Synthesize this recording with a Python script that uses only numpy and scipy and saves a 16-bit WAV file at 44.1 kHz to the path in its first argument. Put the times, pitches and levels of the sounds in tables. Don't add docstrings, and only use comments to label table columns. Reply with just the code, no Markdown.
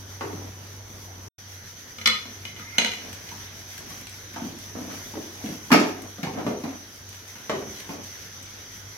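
import sys
import numpy as np
from scipy import signal
from scipy.fft import rfft, irfft, next_fast_len
from scipy.io import wavfile
from scipy.ndimage import uniform_filter1d, map_coordinates

SR = 44100
rng = np.random.default_rng(int(sys.argv[2]) if len(sys.argv) > 2 else 0)


def generate_wav(sig):
    pcm = np.round(np.clip(np.atleast_2d(sig).T, -1, 1) * 32767).astype(np.int16)
    wavfile.write(sys.argv[1], SR, pcm)


N = 395577
SPAN = 2 ** 15
HZ = np.fft.rfftfreq(SPAN, 1 / SR)


def amp(db):
    return 10 ** (np.asarray(db) / 20)


def unit(x):
    return x / np.sqrt(np.mean(np.abs(x) ** 2) + 1e-20)


def along(points, hz):
    f, v = np.transpose(points)
    return np.interp(np.log(hz + 1), np.log(f + 1), v)


def curves(rows):
    seconds, *columns = np.transpose(rows)
    return [np.interp(np.arange(N) / SR, seconds, column) for column in columns]


def wobble(rate):
    knots = rng.standard_normal(int(N * rate / SR) + 4)
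    return map_coordinates(knots, [np.arange(N) * rate / SR])


def filtered(x, response):
    m = next_fast_len(N + SR // 2)
    spectrum = rfft(x, m) * response(np.fft.rfftfreq(m, 1 / SR))
    return irfft(spectrum, m)[..., :N]


def paired(z, alike):
    turn = np.arccos(np.clip(alike, -1, 1)) / 2
    mid, side = z[0] * np.cos(turn), z[1] * np.sin(turn)
    return np.array([mid + side, mid - side])


def peak(hz, centre_hz, width_hz):
    return 1j * hz * width_hz / (centre_hz ** 2 - hz * hz + 1j * hz * width_hz)


def low(hz, edge_hz):
    return 1 / (1 + 1j * hz / edge_hz) ** 2


def high(hz, edge_hz):
    return (1j * hz / (edge_hz + 1j * hz)) ** 2


def causal(db):
    cepstrum = irfft(np.log(amp(db) + 1e-6))
    cepstrum[1:SPAN // 2] *= 2
    cepstrum[SPAN // 2 + 1:] = 0
    return np.exp(rfft(cepstrum))


def rush(spectrum, patchy_db):
    # frequency in Hz, likeness.
    likeness = [(60, 0.93), (180, 0.94), (550, 0.41), (1650, 0.097), (4970, 0.025), (15000, 0.01)]
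    # frequency in Hz, left over right in dB.
    balance = [(60, -2), (240, 0.5), (950, 1.5), (3770, 0), (15000, -3)]
    hz, _, z = signal.stft(rng.standard_normal((2, N)), SR, nperseg=2048)
    field = uniform_filter1d(rng.standard_normal(z.shape[1:]), size=16, axis=0)
    field = uniform_filter1d(field, size=3, axis=1)
    z = paired(z * amp(patchy_db * unit(field)), along(likeness, hz)[:, None])
    lean = along(balance, hz) / 2
    z = z * amp(along(spectrum, hz) + [lean, -lean])[..., None]
    return unit(signal.istft(z, SR, nperseg=2048)[1][:, :N])


def background():
    # time in seconds, hum peak in dB,
    # then murmur, hiss and fizz rms in dB.
    levels = [(0.0, -41, -47.5, -46, -52.5), (0.6, -42, -48.5, -46, -53.5), (1.3, -43, -46.5, -47, -53),
              (1.37, -50, -53, -45, -53), (2.6, -48, -49.5, -44.5, -53.5), (3.4, -52.5, -48, -42, -50),
              (4.3, -49.5, -50, -43.5, -51.5), (5.1, -48.5, -46, -42, -48.5), (5.9, -49, -49, -43.5, -50.5),
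              (6.24, -48, -48.5, -46.5, -55), (6.9, -52, -51.5, -46, -54), (7.45, -50.5, -51, -44.5, -52),
              (7.75, -47, -48, -42, -48.5), (8.3, -49, -50.5, -43, -53), (8.97, -46.5, -50, -43.5, -52)]
    # frequency in Hz, relative level in dB per Hz.
    murmur_tone = [(12, -45), (20, -50), (43, -7.5), (97, -2), (145, -6), (352, -8.5), (406, -8.5),
                   (549, -11.5), (1090, -13.5), (1850, -25.5), (2500, -46), (3250, -49), (5500, -120)]
    hiss_tone = [(700, -46), (1400, -9), (2060, -7.5), (2730, -14), (3100, -9.5), (4300, -12.5), (5300, -9),
                 (5800, -4.5), (6000, 2.5), (6250, -6), (7000, -23.5), (7600, -66)]
    fizz_tone = [(4000, -26), (6800, -0.5), (7180, -5.5), (8930, -9.5), (11700, 1), (13900, -6.5),
                 (15100, -8), (16000, -11)]
    hum_db, murmur_db, hiss_db, fizz_db = curves(levels)
    turns = np.cumsum(97 + 1.69 * wobble(7.5)) / SR
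    hum = amp(hum_db + 1.06 * wobble(7)) * np.sin(2 * np.pi * turns)
    fuzz = filtered(rng.standard_normal(N), lambda hz: peak(hz, 96.4, width_hz=6.4) ** 2)
    hum = hum + amp(-56) * unit(fuzz)
    murmur = amp(murmur_db) * rush(murmur_tone, patchy_db=1.5)
    flicker = wobble(20)
    hiss = amp(hiss_db + 0.89 * flicker) * rush(hiss_tone, patchy_db=1.5)
    fizz = amp(fizz_db + 1.6 * flicker) * rush(fizz_tone, patchy_db=0.0)
    return hum + murmur + hiss + fizz


def contact_force(seconds, first=1.7):
    # frequency in Hz, left-right likeness.
    near_likeness = [(100, 1), (300, 0.95), (700, 0.98), (2000, 0.1)]
    t = np.arange(SPAN) / SR
    press = rfft(rng.standard_normal((2, SPAN)) * np.exp(-t / max(seconds, 3e-4)))
    touch = first * np.sqrt(seconds * SR / 20)
    return paired(press, along(near_likeness, HZ)) + touch


def with_peak(spectrum, db):
    x = irfft(spectrum)
    return amp(db) * x / np.abs(x).max()


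def placed(s, sound, pan_db, wet_db):
    # frequency in Hz, time to fall 60 dB in seconds.
    decay = [(120, 0.16), (300, 0.6), (1000, 0.42), (3000, 0.42), (7000, 0.36), (14000, 0.12)]
    # frequency in Hz, left-right likeness.
    room_likeness = [(100, 1), (300, 1), (700, 0.19), (2000, 0.049)]
    hz, t, z = signal.stft(rng.standard_normal((2, SPAN)), SR, nperseg=256)
    z = paired(z, along(room_likeness, hz)[:, None])
    z = z * amp(-60 * t / along(decay, hz)[:, None])
    tail = signal.istft(z, SR, nperseg=256)[1][:, :SPAN]
    tail = tail * np.clip(np.arange(SPAN) / SR / 0.002 - .3, 0, 1)
    wet = signal.fftconvolve(sound[:1], tail / np.linalg.norm(tail[0]), axes=1)
    both = amp(wet_db) * wet[:, :SPAN] + sound
    return round(s * SR), both * amp([[pan_db / 2], [-pan_db / 2]])


def add(track, start, sound):
    track[:, start:start + sound.shape[1]] += sound[:, :track.shape[1] - start]


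def pot(hz):
    # frequency in Hz, width in Hz, relative level in dB.
    modes = [(237, 104, 5), (343, 60, -5), (476, 270, -9), (768, 37, 2.5), (796, 61, -33),
             (1290, 550, -22.5), (1585, 20, -35)]
    return sum((-1) ** k * amp(db) * peak(hz, c, w) for k, (c, w, db) in enumerate(modes))


def masher():
    # start in seconds, thud peak in dB,
    # thud pitch in Hz, knock peak in dB, knock pitch in Hz, crack peak in dB.
    blows = [(0.209, -32, 350, -21, 824, -26), (0.239, -25, 406, -36, 850, -45),
             (0.329, -32.5, 213, -45, 740, -29), (2.255, -40, 253, -34.5, 740, -30),
             (3.019, -45, 220, -41, 606, -27), (3.317, -39, 218, -34.5, 940, -36),
             (3.904, -39.5, 200, -42, 1130, -31), (4.339, -42, 213, -39, 1130, -26.5),
             (4.361, -30, 153, -27, 695, -39), (4.419, -25.5, 267, -35.5, 643, -36),
             (4.448, -31.5, 240, -40, 716, -32), (4.502, -38, 277, -48, 700, -39),
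             (4.752, -27.5, 208, -43, 587, -40), (4.788, -30.5, 207, -53, 713, -39),
             (4.901, -39, 226, -35, 1270, -26.5), (5.138, -32, 300, -31, 770, -43),
             (5.169, -24, 250, -38, 816, -34), (5.44, -24.5, 234, -33, 614, -29),
             (5.489, -26.5, 191, -46, 829, -27), (5.705, -24.5, 227, -17.5, 970, -35),
             (5.714, -22, 206, -16.5, 1310, -26), (5.718, -11.5, 195, -7.5, 1270, 0),
             (5.727, -9.5, 296, -6, 825, -1), (5.749, -16.5, 424, -16, 586, -14),
             (5.799, -22.5, 246, -20, 567, -12.5), (5.869, -28, 330, -24, 743, -28),
             (6.184, -33.5, 222, -38.5, 1210, -37), (6.231, -21.5, 255, -23.5, 714, -17),
             (6.269, -25.5, 196, -27.5, 900, -32), (6.335, -29.5, 227, -58, 685, -31),
             (6.387, -30, 217, -25.5, 660, -34), (6.419, -26.5, 223, -40, 651, -52),
             (6.466, -15, 406, -20.5, 560, -23), (6.477, -28, 218, -40, 610, -36),
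             (6.503, -24, 470, -33, 606, -41), (6.638, -24, 255, -28.5, 713, -24),
             (6.689, -31, 248, -52, 563, -30), (7.355, -45, 226, -34.5, 960, -32),
             (7.496, -17, 628, -16, 720, -19), (7.509, -23.5, 201, -41, 700, -36),
             (7.538, -25, 400, -30, 640, -27), (7.668, -34, 216, -37, 568, -41),
             (7.892, -28.5, 288, -28, 700, -28)]
    # frequency in Hz, relative level in dB per Hz.
    crack_tone = [(700, -21.5), (1300, -2), (2000, -3.5), (3000, -8), (5000, -10), (6200, -12), (7500, -22),
                  (9500, -20.5), (12500, -17.5), (15000, -27), (17000, -12)]
    track = np.zeros((2, N))
    body = pot(HZ) + amp(-11.5)
    crack = causal(along(crack_tone, HZ))
    for s, thud_db, thud_hz, knock_db, knock_hz, crack_db in blows:
        force = contact_force(seconds=0.0061)
        thud = 0.27 * body + peak(HZ, thud_hz, width_hz=64)
        thud = thud * low(HZ, edge_hz=830) * high(HZ, edge_hz=98)
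        knock = 0.5 * body + peak(HZ, knock_hz, width_hz=177)
        knock = knock * low(HZ, edge_hz=2100) * high(HZ, edge_hz=456)
        sound = with_peak(force * thud, thud_db) + with_peak(force * knock, knock_db)
        sound = sound + with_peak(force * crack, crack_db)
        add(track, *placed(s, sound, pan_db=0.2, wet_db=2.5))
    track[1] = np.roll(track[1], 5)
    return track


def grind():
    # start in seconds, length in seconds,
    # rumble level in dB before swell and ebb, scrape level in dB at the start before attack and fade.
    strokes = [(0.213, 0.31, -45.5, -34.5), (2.912, 0.29, -50.5, -47.5), (3.305, .15, -50, -62),
               (3.802, .3, -53, -47), (4.352, 0.21, -51, -44), (4.752, .3, -45, -35.5),
               (5.151, 0.13, -47, -40), (5.408, 0.18, -42.5, -45), (5.741, .4, -46, -15),
               (6.229, 0.29, -42, -33.5), (6.369, 0.12, -40, -38), (6.463, 0.091, -52, -29.5),
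               (6.646, 0.21, -47.5, -34), (7.493, 0.31, -50, -45), (7.9, 0.16, -43, -36)]
    rumble_attack_s, scrape_attack_s, release_s = 0.11, 0.003, 0.1
    scrape_fade_db_per_s, scrape_rest_db = 187, 0.5
    jolts = (rng.random((2, N)) < 1200 / SR) * rng.standard_normal((2, N))
    jolts = jolts * amp(2.5 * wobble(25))
    rumble = filtered(jolts, lambda hz: (pot(hz) + amp(-21)) * low(hz, edge_hz=800) ** 2 * high(hz, edge_hz=156))
    bright = filtered(jolts, lambda hz: (pot(hz) + amp(-5.5)) * low(hz, edge_hz=1530) ** 2 * high(hz, edge_hz=403))
    push, scrape = np.zeros((2, N))
    t = np.arange(SR // 2) / SR
    for s, length, rumble_db, scrape_db in strokes:
        start = round(s * SR)
        span = slice(start, start + len(t))
        ebb = np.clip((length - t) / release_s, 0, 1)
        push[span] += amp(rumble_db) * np.clip(t / rumble_attack_s, 0, 1) * ebb
        fade = amp(scrape_db - scrape_fade_db_per_s * t)
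        scrape[span] += fade * np.clip(t / scrape_attack_s, 0, 1) * ebb
    scrape = scrape + amp(scrape_rest_db) * push
    return push * unit(paired(rumble, 1.0)) + scrape * unit(paired(bright, 0.24))


def steel():
    # start in seconds, peak in dB of the modes from 1.5 to 7 kHz,
    # peak of the modes below and of those above in dB over that, struck end from 0 to 1.
    clinks = [(1.9845, -26, -9.5, -20, 0.25), (2.0133, -25.5, -11, -21, 0.6), (2.058, -3.5, -17, -19, 0),
              (2.0729, -5.5, -13, -12.5, 0.28), (2.4523, -22.5, -11, -30, 0.7),
              (2.5633, -31, -13, -18, 0.7), (2.5944, -33, -4.5, -20, 0.2), (2.7829, -3, -14.5, -31, 0.9),
              (2.7998, -19.5, -3, -27, 0.86), (2.8181, -17.5, -4.5, -26, 0.93),
              (2.8463, -9.5, -12.5, -30, 0.85), (2.8602, -18, -21, -21, 0.7),
              (2.9175, -19.5, -37, -16, 0.7), (2.9357, -22.5, -26, -26, 0.8),
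              (3.2893, -31, -16, -18.5, 0.34)]
    # frequency in Hz, width in Hz before the damping factor,
    # relative level in dB struck at end 0, the same struck at end 1.
    modes = [(221.5, 9.4, -9, -8), (505, 41, -22, -13), (708, 62, -36, -8), (937, 12, -19, -10.5),
             (1253, 19, -4, -26), (1390, 130, -14.5, -11), (1824, 35, -8.5, -15), (2009, 33, -7, 0.5),
             (2160, 25, -1.5, -17.5), (2116, 62, -5.5, 3), (2290, 33, -5, -7), (2435, 9.1, -12, 1.5),
             (2450, 99, -11, -3), (2984, 45, -15, -4), (2967, 73, -1.5, 5.5), (2930, 9.2, -22.5, -17.5),
             (3390, 23, -9, -3.5), (3450, 50, 1.5, -13), (4152, 83, -2.5, -6), (4054, 34, 0.5, -4.5),
             (4840, 270, -8, -11), (5020, 29, -7, -15), (5560, 73, -9, -13), (5340, 35, -31.5, -29.5),
             (5890, 50, -8, -25), (6314, 125, -11, -2), (7250, 90, -25, -16), (7660, 86, -16, -32),
             (9800, 230, -19, -34), (11500, 240, -17, -15)]
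    # time in seconds, level in dB.
    rub = [(2.4, -82), (2.47, -52), (2.56, -56), (2.66, -47), (2.72, -48.5), (2.78, -38), (2.81, -80)]
    track, t = np.zeros((2, N)), np.arange(SPAN // 4) / SR
    centre, width, one_db, other_db = np.transpose(modes)[..., None]
    group = np.digitize(centre[:, 0], [1500, 7000])
    tick = high(HZ, edge_hz=2200) * low(HZ, edge_hz=2500)
    for s, db, dull_db, bright_db, end in clinks:
        end = np.clip(end, 0, 1)
        level_db = one_db + end * (other_db - one_db) + rng.normal(0, 1.5, (2, len(modes), 1))
        apart = rng.choice([-1, 1], centre.shape) * np.pi / 4 * (centre > centre[0])
        phase = rng.uniform(0, 2 * np.pi, centre.shape) + np.array([apart, -apart])
        damping = 0.94 + 1.5 * end
        decay = np.exp(-np.pi * width * damping * t)
        ring = amp(level_db) * width * decay * np.sin(2 * np.pi * centre * t + phase)
        ring = ring * (1 - np.exp(-t / 0.0014))
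        sound = with_peak(contact_force(0.0056, first=1.0) * tick, db - 7)
        for k, over_db in enumerate([dull_db, 0, bright_db]):
            sound = sound + with_peak(rfft(ring[:, group == k].sum(1), SPAN), db + over_db)
        add(track, *placed(s, sound, pan_db=0.3, wet_db=-2.5))

    def sing(hz):
        return sum(amp(db) * peak(hz, c, w) ** 2 for c, w, _, db in modes[3:12])

    slide = unit(filtered(rng.standard_normal((2, N)), sing))
    return track + amp(curves(rub)[0]) * slide


def mash():
    # start in seconds, fine part's peak in dB, coarse part's in dB.
    snaps = [(3.129, -36, -29.5), (3.779, -32, -28.5), (3.8994, -34, -43), (4.0118, -33, -39),
             (4.0694, -46, -28), (4.0956, -32, -51), (4.588, -35, -47), (5.46, -41, -28), (6.02, -33, -37),
             (6.9594, -41, -57), (7.0905, -34, -38), (7.1284, -47, -33), (7.145, -42, -34),
             (7.2784, -36, -49), (7.7064, -45, -52), (7.7854, -42, -35), (7.8014, -40, -28.5),
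             (8.0394, -36, -49), (8.4277, -33, -51)]
    track = np.zeros((2, N))
    fine, coarse = peak(HZ, 7000, width_hz=8900), peak(HZ, 2460, width_hz=1600)
    for s, fine_db, coarse_db in snaps:
        force = contact_force(0.0034, first=0.47)
        sound = with_peak(force * fine, fine_db) + with_peak(force * coarse, coarse_db)
        add(track, *placed(s, sound, pan_db=2, wet_db=-0.5))
    return track


def scene():
    return background() + masher() + grind() + steel() + mash()


def record(dry):
    silence = 1.286, 1.381
    top_hz = 15900
    t = np.arange(N) / SR
    outside = np.maximum(silence[0] - t, t - silence[1])
    heard = dry * np.clip(outside / 0.0045, 0, 1)
    heard = heard / (1 + np.abs(heard) ** 6) ** (1 / 6)
    return filtered(heard, lambda hz: hz < top_hz)


dry = scene()
out = record(dry)
generate_wav(out)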